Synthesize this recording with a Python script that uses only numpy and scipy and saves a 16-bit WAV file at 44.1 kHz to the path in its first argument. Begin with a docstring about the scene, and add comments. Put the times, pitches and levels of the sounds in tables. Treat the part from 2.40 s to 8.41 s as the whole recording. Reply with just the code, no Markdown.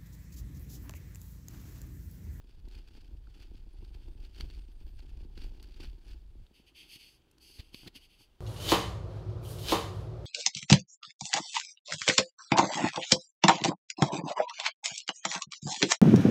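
"""A bicycle rolls along a forest path, heard from the rider's body, over a faint forest hush.
Wind rumbles on the microphone as coloured noise; tyres crush dry leaves as clumps of random clicks.
Bumps knock the frame and twigs snap as struck modes; metal parts ring and squeak faintly as sine tones.
After four seconds it stops; as the rider gets off, sleeves swish as clicks through the case's cavities
and brush against the microphone case as short scuffs and thuds."""
import sys
import numpy as np
from scipy import signal
from scipy.fft import rfft, irfft
from scipy.io import wavfile
from scipy.ndimage import uniform_filter1d

SR = 44100
rng = np.random.default_rng(int(sys.argv[2]) if len(sys.argv) > 2 else 0)


def store_wav(level_fs):
    """Save 16-bit WAV to argv[1]."""
    pcm = np.round(np.clip(np.atleast_2d(level_fs), -1, 1) * 32767)
    wavfile.write(sys.argv[1], SR, pcm.T.astype(np.int16))


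N = 264864
TIME = np.arange(N) / SR


def from_db(db):
    """Decibels to amplitude gain."""
    return 10 ** (np.asarray(db) / 20)


def rms_one(x):
    """Scale to rms 1."""
    return x / np.sqrt(np.mean(x ** 2) + 1e-20)


def in_time(rows):
    """Interpolate each column of a curve table, sample by sample."""
    s, *columns = np.transpose(rows)
    return [np.interp(TIME, s, c) for c in columns]


def band(x, low_hz, high_hz, order=2):
    """Causal Butterworth band-pass."""
    edges_hz = [low_hz, min(high_hz, 0.45 * SR)]
    sos = signal.butter(order, edges_hz, "band", fs=SR, output="sos")
    return signal.sosfilt(sos, x + 1e-18)


def colour(x, points):
    """Give a steady sound a spectrum, falling 24 dB per octave outside the points; rms 1."""
    hz, db = np.transpose(points)
    freqs = np.maximum(np.arange(N // 2 + 1) * SR / N, 1)
    octaves_outside = np.abs(np.log2(freqs / np.clip(freqs, hz[0], hz[-1])))
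    gain_db = np.interp(np.log(freqs), np.log(hz), db) - 24 * octaves_outside
    return rms_one(irfft(rfft(x) * from_db(gain_db), N))


def drift(rate_hz):
    """Smooth random curve with rms 1: noise through a double pole at rate_hz."""
    step = 40  # samples per slow point
    r = np.exp(-2 * np.pi * rate_hz * step / SR)
    noise = rng.standard_normal(N // step + 2002)
    slow = signal.lfilter([1], [1, -2 * r, r * r], noise)[2000:]  # drop the run-in
    return np.interp(np.arange(N) / step, np.arange(len(slow)), rms_one(slow))


def steady(x, window_s):
    """Even out slow swells, so that the driving force alone sets the level."""
    return x / np.sqrt(uniform_filter1d(x ** 2, int(window_s * SR)) + 1e-6)


def grains(per_s, spread_db):
    """Random clicks of either sign, mostly small and a few large; rms 1."""
    sizes = from_db(spread_db * np.minimum(rng.exponential(1, N), 4))
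    signs = rng.choice([-1, 1], N)
    return rms_one(sizes * signs * (rng.random(N) < per_s / SR))


def clicks(times_s, heights):
    """One single-sample click at each time."""
    out = np.zeros(N)
    out[np.round(np.asarray(times_s) * SR).astype(int)] = heights
    return out


def strike(times_s, db, modes, vary_db):
    """Each blow rings every decaying mode with a random strength of its own."""
    out = 0
    chance = rng.standard_normal((len(times_s), len(modes)))
    for k, (hz, mode_db, t60_s) in enumerate(modes):
        r = from_db(-60 / (t60_s * SR))
        w = 2 * np.pi * hz / SR
        blows = clicks(times_s, from_db(db + mode_db + vary_db * chance[:, k]))
        ring = signal.lfilter([0, np.sin(w)], [1, -2 * r * np.cos(w), r * r], blows + 1e-18)
        out = out + (-1) ** k * ring
    return out


def swells(times_s, half_s, db):
    """Summed power of rounded swells, as a gain."""
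    power = 0
    for s, half, peak_db in np.broadcast(times_s, half_s, db):
        power = power + from_db(2 * peak_db) / (1 + ((TIME - s) / half) ** 2 / 2) ** 4
    return np.sqrt(power)


def tone(hz):
    """Sine that follows a frequency curve."""
    return np.sin(2 * np.pi * np.cumsum(hz) / SR)


# hush spectrum: (frequency [Hz], relative level [dB])
HUSH_COLOUR = [(35, -41), (60, 9), (110, -16), (159, -10), (413, -11.5), (521, -16.5), (1320, -23.5),
               (1870, -25.5), (2840, -27.5), (3760, -24), (4630, -34.5), (5450, -31.5), (15500, -36)]


def forest_hush():
    """Steady coloured noise."""
    return from_db(-72.0) * colour(rng.standard_normal(N), HUSH_COLOUR)


# headwind on the port, falling away as the bicycle stops: (time [s], level [dB])
WIND = [(0.0, -52), (1.4, -48), (2.5, -47.5), (2.95, -43), (3.45, -45.5), (3.6, -51.5), (4.02, -48),
        (4.09, -69), (4.9, -75), (5.3, -61), (6.0, -69.5)]
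# wind spectrum: (frequency [Hz], relative level [dB])
WIND_COLOUR = [(18, 1), (28, 3.5), (39, 2), (55, -2.5), (75, -11.5), (100, -17), (150, -25), (250, -39),
               (500, -53)]
# bicycle pitches over humps, buffeting the port: (time [s], level [dB])
BUFFETS = [(0.262, -44), (0.37, -42.5), (0.73, -44.5), (1.13, -47.5), (1.44, -46), (1.55, -43),
           (1.7, -42.5), (1.82, -42.5), (2.039, -36.5), (2.182, -41.5), (2.45, -41), (2.582, -43.5),
           (2.82, -46), (3.06, -37.5), (3.48, -41), (3.721, -42)]
BUFFET_HALF_S = 0.036


def wind(lumpy_db=2.0):
    """Lumpy low turbulence at the port, swelling in buffets, much weaker after the stop."""
    level_db, = in_time(WIND)
    humps_s, hump_db = np.transpose(BUFFETS)
    headwind = from_db(level_db + lumpy_db * drift(rate_hz=7.9))
    force = np.hypot(headwind, swells(humps_s, BUFFET_HALF_S, hump_db))
    return force * steady(colour(rng.standard_normal(N), WIND_COLOUR), window_s=0.055)


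# steady rolling: (time [s], leaf crunch level [dB], frame shudder level [dB])
ROLLING = [(0.0, -76, -72), (1.3, -76.5, -69.5), (1.7, -73, -66.5), (2.3, -80.5, -73.5), (2.7, -71.5, -66),
           (2.9, -79, -65.5), (3.3, -69.5, -65), (3.55, -75.5, -69.5), (4.1, -80.5, -77)]
# patches of dry leaves under the wheels: (time [s], half length [s], crunch level [dB])
PATCHES = [(0.101, 0.018, -69.5), (0.361, 0.05, -63), (0.484, 0.013, -66), (0.571, 0.035, -66),
           (0.89, 0.033, -77), (0.947, 0.012, -64), (1.02, 0.033, -62.5), (1.17, 0.03, -69.5),
           (1.443, 0.02, -72.5), (1.546, 0.0091, -63.5), (1.845, 0.031, -64.5), (1.999, 0.045, -58.5),
           (2.143, 0.072, -64.5), (2.302, 0.021, -73), (2.411, .012, -67), (2.483, .015, -69),
           (2.594, 0.0063, -59.5), (2.813, 0.032, -69), (3.024, 0.048, -59), (3.243, 0.018, -65.5),
           (3.432, 0.041, -56), (3.705, 0.038, -62.5)]
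# leaf and shudder spectra: (frequency [Hz], relative level [dB])
LEAF_COLOUR = [(400, -26), (800, -9.5), (1150, -6), (1550, 3), (1950, -3), (2600, 6), (3400, 5),
               (4000, -2.5), (4550, 8), (5500, -4.5), (7200, -11), (10500, -14.5), (15500, -18)]
SHUDDER_COLOUR = [(80, -8.5), (140, 0), (220, 1), (350, 3.5), (470, -8.5), (660, -16), (850, -10),
                  (1200, -29.5), (2500, -52)]
# frame shudder relative to patch crunch, and to hump buffet
PATCH_SHUDDER_DB, HUMP_SHUDDER_DB = -2.5, -24


def tyres(uneven_db=2.0):
    """Leaves break in clumps of tiny cracks, swelling in each patch; patches and humps shake the frame."""
    crunch_db, shudder_db = in_time(ROLLING)
    patches_s, half_s, patch_db = np.transpose(PATCHES)
    humps_s, hump_db = np.transpose(BUFFETS)
    ground_db = uneven_db * drift(rate_hz=5.3)

    crunch = np.hypot(from_db(crunch_db + ground_db), swells(patches_s, half_s, patch_db))
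    cracks = grains(per_s=3800, spread_db=1.5) * from_db(3.62 * drift(rate_hz=60))
    leaves = steady(colour(cracks, LEAF_COLOUR), window_s=0.048)

    patch_jolts = swells(patches_s, half_s, patch_db + PATCH_SHUDDER_DB)
    hump_jolts = swells(humps_s, BUFFET_HALF_S, hump_db + HUMP_SHUDDER_DB)
    shake = np.hypot(from_db(shudder_db + ground_db), np.hypot(patch_jolts, hump_jolts))
    shudder = steady(colour(grains(per_s=200, spread_db=2.5), SHUDDER_COLOUR), window_s=0.11)
    return crunch * leaves + shake * shudder


# metal part singing while the wheels turn: (time [s], level [dB])
SINGING = [(0.0, -103), (0.9, -95), (1.39, -103), (1.43, -83), (1.75, -94), (2.2, -84), (2.9, -96),
           (3.5, -96), (4.12, -104)]


def singing_metal(pitch_hz=8660, waver=0.003, flicker_db=3.0):
    """A thin partial with unsteady pitch and level."""
    level_db, = in_time(SINGING)
    level = from_db(level_db + flicker_db * drift(rate_hz=4.1))
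    return level * tone(pitch_hz * (1 + waver * drift(rate_hz=20)))


# harder bumps: (time [s], blow level [dB])
KNOCKS = [(0.042, -56), (0.274, -48.5), (0.577, -51), (0.711, -52), (0.746, -53), (1.114, -48),
          (1.145, -51.5), (1.267, -52), (1.426, -48.5), (1.68, -47), (1.749, -52), (2.001, -43),
          (2.046, -53), (2.098, -51.5), (2.284, -55.5), (2.806, -50.5), (2.848, -46), (2.901, -55),
          (2.974, -46), (3.019, -47), (3.119, -54), (3.2, -52), (3.4, -46.5), (3.444, -56), (3.579, -53.5),
          (3.952, -52.5), (3.996, -57.5), (4.109, -53), (4.196, -52)]
# frame and mount modes: (frequency [Hz], relative level [dB], t60 [s])
FRAME_MODES = [(165, -1, 0.027), (250, 2, 0.03), (339, 0.5, 0.037), (443, -1, 0.0094), (920, -14, 0.021)]


def frame():
    """Roots and stones excite the frame modes in dull knocks."""
    times_s, db = np.transpose(KNOCKS)
    return band(strike(times_s, db, FRAME_MODES, vary_db=2.4), 68, 1200)


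def jolted_metal(pitch_hz=14633, waver=0.00092, below_buffet_db=-42, half_s=0.056):
    """A higher partial flares on each hump."""
    humps_s, hump_db = np.transpose(BUFFETS)
    flare = swells(humps_s, half_s, hump_db + below_buffet_db)
    return flare * tone(pitch_hz * (1 + waver * drift(rate_hz=15)))


# twigs breaking: (time [s], blow level [dB], treble relative to blow [dB])
SNAPS = [(0.2855, -53, -5), (0.313, -49.5, -15), (1.155, -55.5, -26), (1.449, -50.5, -25),
         (1.544, -52, -18), (1.849, -49, -26), (1.947, -48.5, -25), (2, -44, -21), (2.0085, -29, -27),
         (2.101, -43.5, -21), (2.6042, -48.5, -27), (2.9772, -40, -22), (3.0182, -45.5, -30),
         (3.1987, -48.5, -21), (3.2275, -47, -1.5), (3.3094, -54, -30), (3.3431, -46, -32),
         (3.4048, -43, -19), (3.4461, -40.5, -29), (4.0664, -53.5, -33), (4.9128, -63.5, 7),
         (4.9825, -52.5, -7)]
# snap ringing in the microphone case: (frequency [Hz], relative level [dB], t60 [s])
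SNAP_MODES = [(1390, -6.5, 0.003), (2770, -5.5, 0.0054), (3120, -3.5, 0.0032), (3820, -3.5, 0.0042),
              (4430, -6.5, 0.012), (5870, -19, 0.0064)]


def twigs(splinter_s=0.0028, give_s=0.0026):
    """Fibres crackle around each break, which rings the case and throws a brief bright spray."""
    times_s, db, treble_db = np.transpose(SNAPS)
    crack = strike(times_s, db, SNAP_MODES, vary_db=1.8)

    strain = 0
    for s, peak_db in zip(times_s, db):
        strain = strain + from_db(peak_db) * np.exp(-np.abs(TIME - s) / give_s)
    fibres = from_db(-14.0) * strain * colour(grains(per_s=7000, spread_db=5.5), LEAF_COLOUR)

    breaks = clicks(times_s, from_db(db + treble_db))
    burst = signal.lfilter([1], [1, -np.exp(-1 / (splinter_s * SR))], breaks)
    spray = from_db(-6.5) * burst * rms_one(band(rng.standard_normal(N), 4600, 12700))
    return crack + fibres + spray


# tiny squeaks: (time [s], length [s], start pitch [Hz], end pitch [Hz], peak level [dB])
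SQUEAKS = [(0.87, 0.0046, 1440, 1500, -58), (1.327, 0.017, 9700, 11100, -75),
           (1.525, 0.27, 3590, 3550, -79), (2.312, .04, 12200, 10500, -79), (2.44, 0.1, 14600, 13900, -79),
           (2.545, 0.033, 10700, 10000, -81), (3.633, 0.048, 10750, 10600, -79.5)]


def squeaks(rough=0.0095):
    """Now and then a metal part squeaks in a short rough glide."""
    out = 0
    waver = 1 + rough * drift(rate_hz=400)
    for s, length_s, start_hz, end_hz, db in SQUEAKS:
        part = np.clip((TIME - s) / length_s, 0, 1)
        glide_hz = start_hz + (end_hz - start_hz) * part
        out = out + from_db(db) * np.sin(np.pi * part) * tone(glide_hz * waver)
    return out


def cloth_hiss(resonances):
    """Threads catching on threads excite each cavity of the case; rms 1."""
    out = 0
    for hz, width_hz, db in resonances:
        threads = grains(per_s=14000, spread_db=3.5)
        out = out + from_db(db) * rms_one(band(threads, hz - width_hz / 2, hz + width_hz / 2))
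    return rms_one(out)


# jacket strokes: (start [s], end [s], level [dB], edge relative to swish [dB], swell start to end [dB])
STROKES = [(4.142, 4.214, -67, -5, -1), (4.268, 4.299, -62.5, -6, -2), (4.355, 4.443, -55.5, -6.5, 0.5),
           (4.453, 4.486, -66, -3, -4), (4.488, 4.566, -56, -1, 9), (4.593, 4.682, -59, -3, -4),
           (4.68, 4.777, -70.5, 2, -7), (5.011, 5.127, -65.5, 4, 4.5), (5.137, 5.186, -64.5, 4.5, 2),
           (5.205, 5.31, -71.5, -2.5, -1), (5.334, 5.482, -61.5, -0.5, -5.5),
           (5.561, 5.57, -45.5, -2, -4.5), (5.604, 5.662, -64.5, -2.5, 5), (5.694, 5.78, -68.5, -4.5, -2),
           (5.79, 5.85, -66.5, 1, 0)]
# case cavities, soft swish to keen edge and air: (frequency [Hz], width [Hz], relative level [dB])
CLOTH_SWISH = [(2386, 690, -8.5), (2965, 770, 2), (3770, 380, -17.5)]
CLOTH_EDGE = [(4593, 490, 1.5), (5260, 250, -10), (6210, 690, -9)]
CLOTH_AIR = [(8030, 830, -4.5), (9850, 1300, 1.5), (11800, 1100, -8), (12500, 3200, 0)]
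# low rub of the moving body: (time [s], level [dB])
RUB = [(4.1, -79), (4.47, -69), (4.602, -75), (4.778, -75), (5.43, -70), (5.594, -74), (5.822, -80),
       (6.006, -74)]
# body shifting against the frame, a dull rumble: (time [s], half length [s], level [dB])
SHIFTS = [(5.103, 0.0077, -62), (5.439, 0.013, -57.5), (5.471, 0.011, -52.5), (5.562, 0.0065, -57.5),
          (5.807, .008, -59.5)]
# rub spectrum: (frequency [Hz], relative level [dB])
RUB_COLOUR = [(53, -40), (90, -26), (102, -2.5), (225, -10.5), (334, -3), (452, -16.5), (620, -25.5),
              (825, -18), (1170, -28), (1600, -22), (2080, -40), (3520, -120)]


def sleeves(rise_s=0.0052, fall_s=0.0084, lingering_db=-82, air_db=-6.5):
    """Cloth strokes swell or fade over a soft low rub; a trace of rustle lasts between them."""
    start, end, db, edge_db, swell_db = np.transpose(STROKES)[..., None]
    opening = (1 + np.tanh((TIME - start) / (2 * rise_s))) / 2
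    closing = (1 + np.tanh((end - TIME) / (2 * fall_s))) / 2
    part = np.clip((TIME - start) / (end - start), 0, 1)
    strokes = opening * closing * from_db(db + swell_db * (part - 0.5))
    swish = strokes.sum(axis=0)
    edge = (strokes * from_db(edge_db)).sum(axis=0)
    trace = from_db(lingering_db + 3.3 * drift(rate_hz=48))

    hiss = np.hypot(swish, trace) * cloth_hiss(CLOTH_SWISH)
    hiss = hiss + np.hypot(edge, 0.5 * trace) * cloth_hiss(CLOTH_EDGE)
    hiss = hiss + from_db(air_db) * edge * cloth_hiss(CLOTH_AIR)

    rub_db, = in_time(RUB)
    rub_force = np.hypot(from_db(rub_db), swells(*np.transpose(SHIFTS)))
    rub = rub_force * colour(grains(per_s=1100, spread_db=4.5), RUB_COLOUR)
    return from_db(0.8 * drift(rate_hz=220)) * hiss + rub


# sleeve on case: (time [s], scuff level [dB], half length [s], thud peak [dB], thud frequency [Hz])
BRUSHES = [(4.561, -57, 0.003, -53, 120), (5.199, -50.5, 0.0084, -37.5, 59.4),
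           (5.3465, -42.5, 0.0015, -43, 200), (5.4778, -45, 0.0036, -41, 214),
           (5.564, -58.5, 0.011, -57, 150)]
# scuff spectrum: (frequency [Hz], relative level [dB])
SCUFF_COLOUR = [(260, 9), (380, 0), (540, -13), (850, -11.5), (1300, -13.5), (2100, -6), (3050, -0.5),
                (3900, -3.5), (4600, 1.5), (5600, -15.5), (9000, -21.5), (15000, -20.5)]


def brushes():
    """Cloth catches on the case: a short scuff and one push and pull of air at the port."""
    out = 0
    noise = colour(rng.standard_normal(N), SCUFF_COLOUR)
    for s, scuff_db, half_s, thud_db, thud_hz in BRUSHES:
        scuff = from_db(scuff_db) * noise / np.sqrt(1 + ((TIME - s) / half_s) ** 4)
        phase = 2 * np.pi * thud_hz * (TIME - s)
        thud = -from_db(thud_db) * phase * np.exp((1 - phase ** 2) / 2)
        out = out + scuff + thud
    return out


def scene():
    """The ride gives way to the rider's own movement, over a faint forest hush."""
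    rolling = np.interp(TIME, [4.07, 4.13], [1, 0])
    metal = singing_metal() + jolted_metal() + squeaks()
    bicycle = rolling * (tyres() + metal) + frame() + twigs()
    rider = (1 - rolling) * sleeves() + brushes()
    return (forest_hush() + wind() + bicycle + rider)[None]


def record(dry, cutoff_hz=15700):
    """Steep elliptic low-pass: 0.1 dB ripple, 70 dB stop band."""
    return signal.sosfilt(signal.ellip(10, 0.1, 70, cutoff_hz, fs=SR, output="sos"), dry)


dry = scene()
out = record(dry)
store_wav(out)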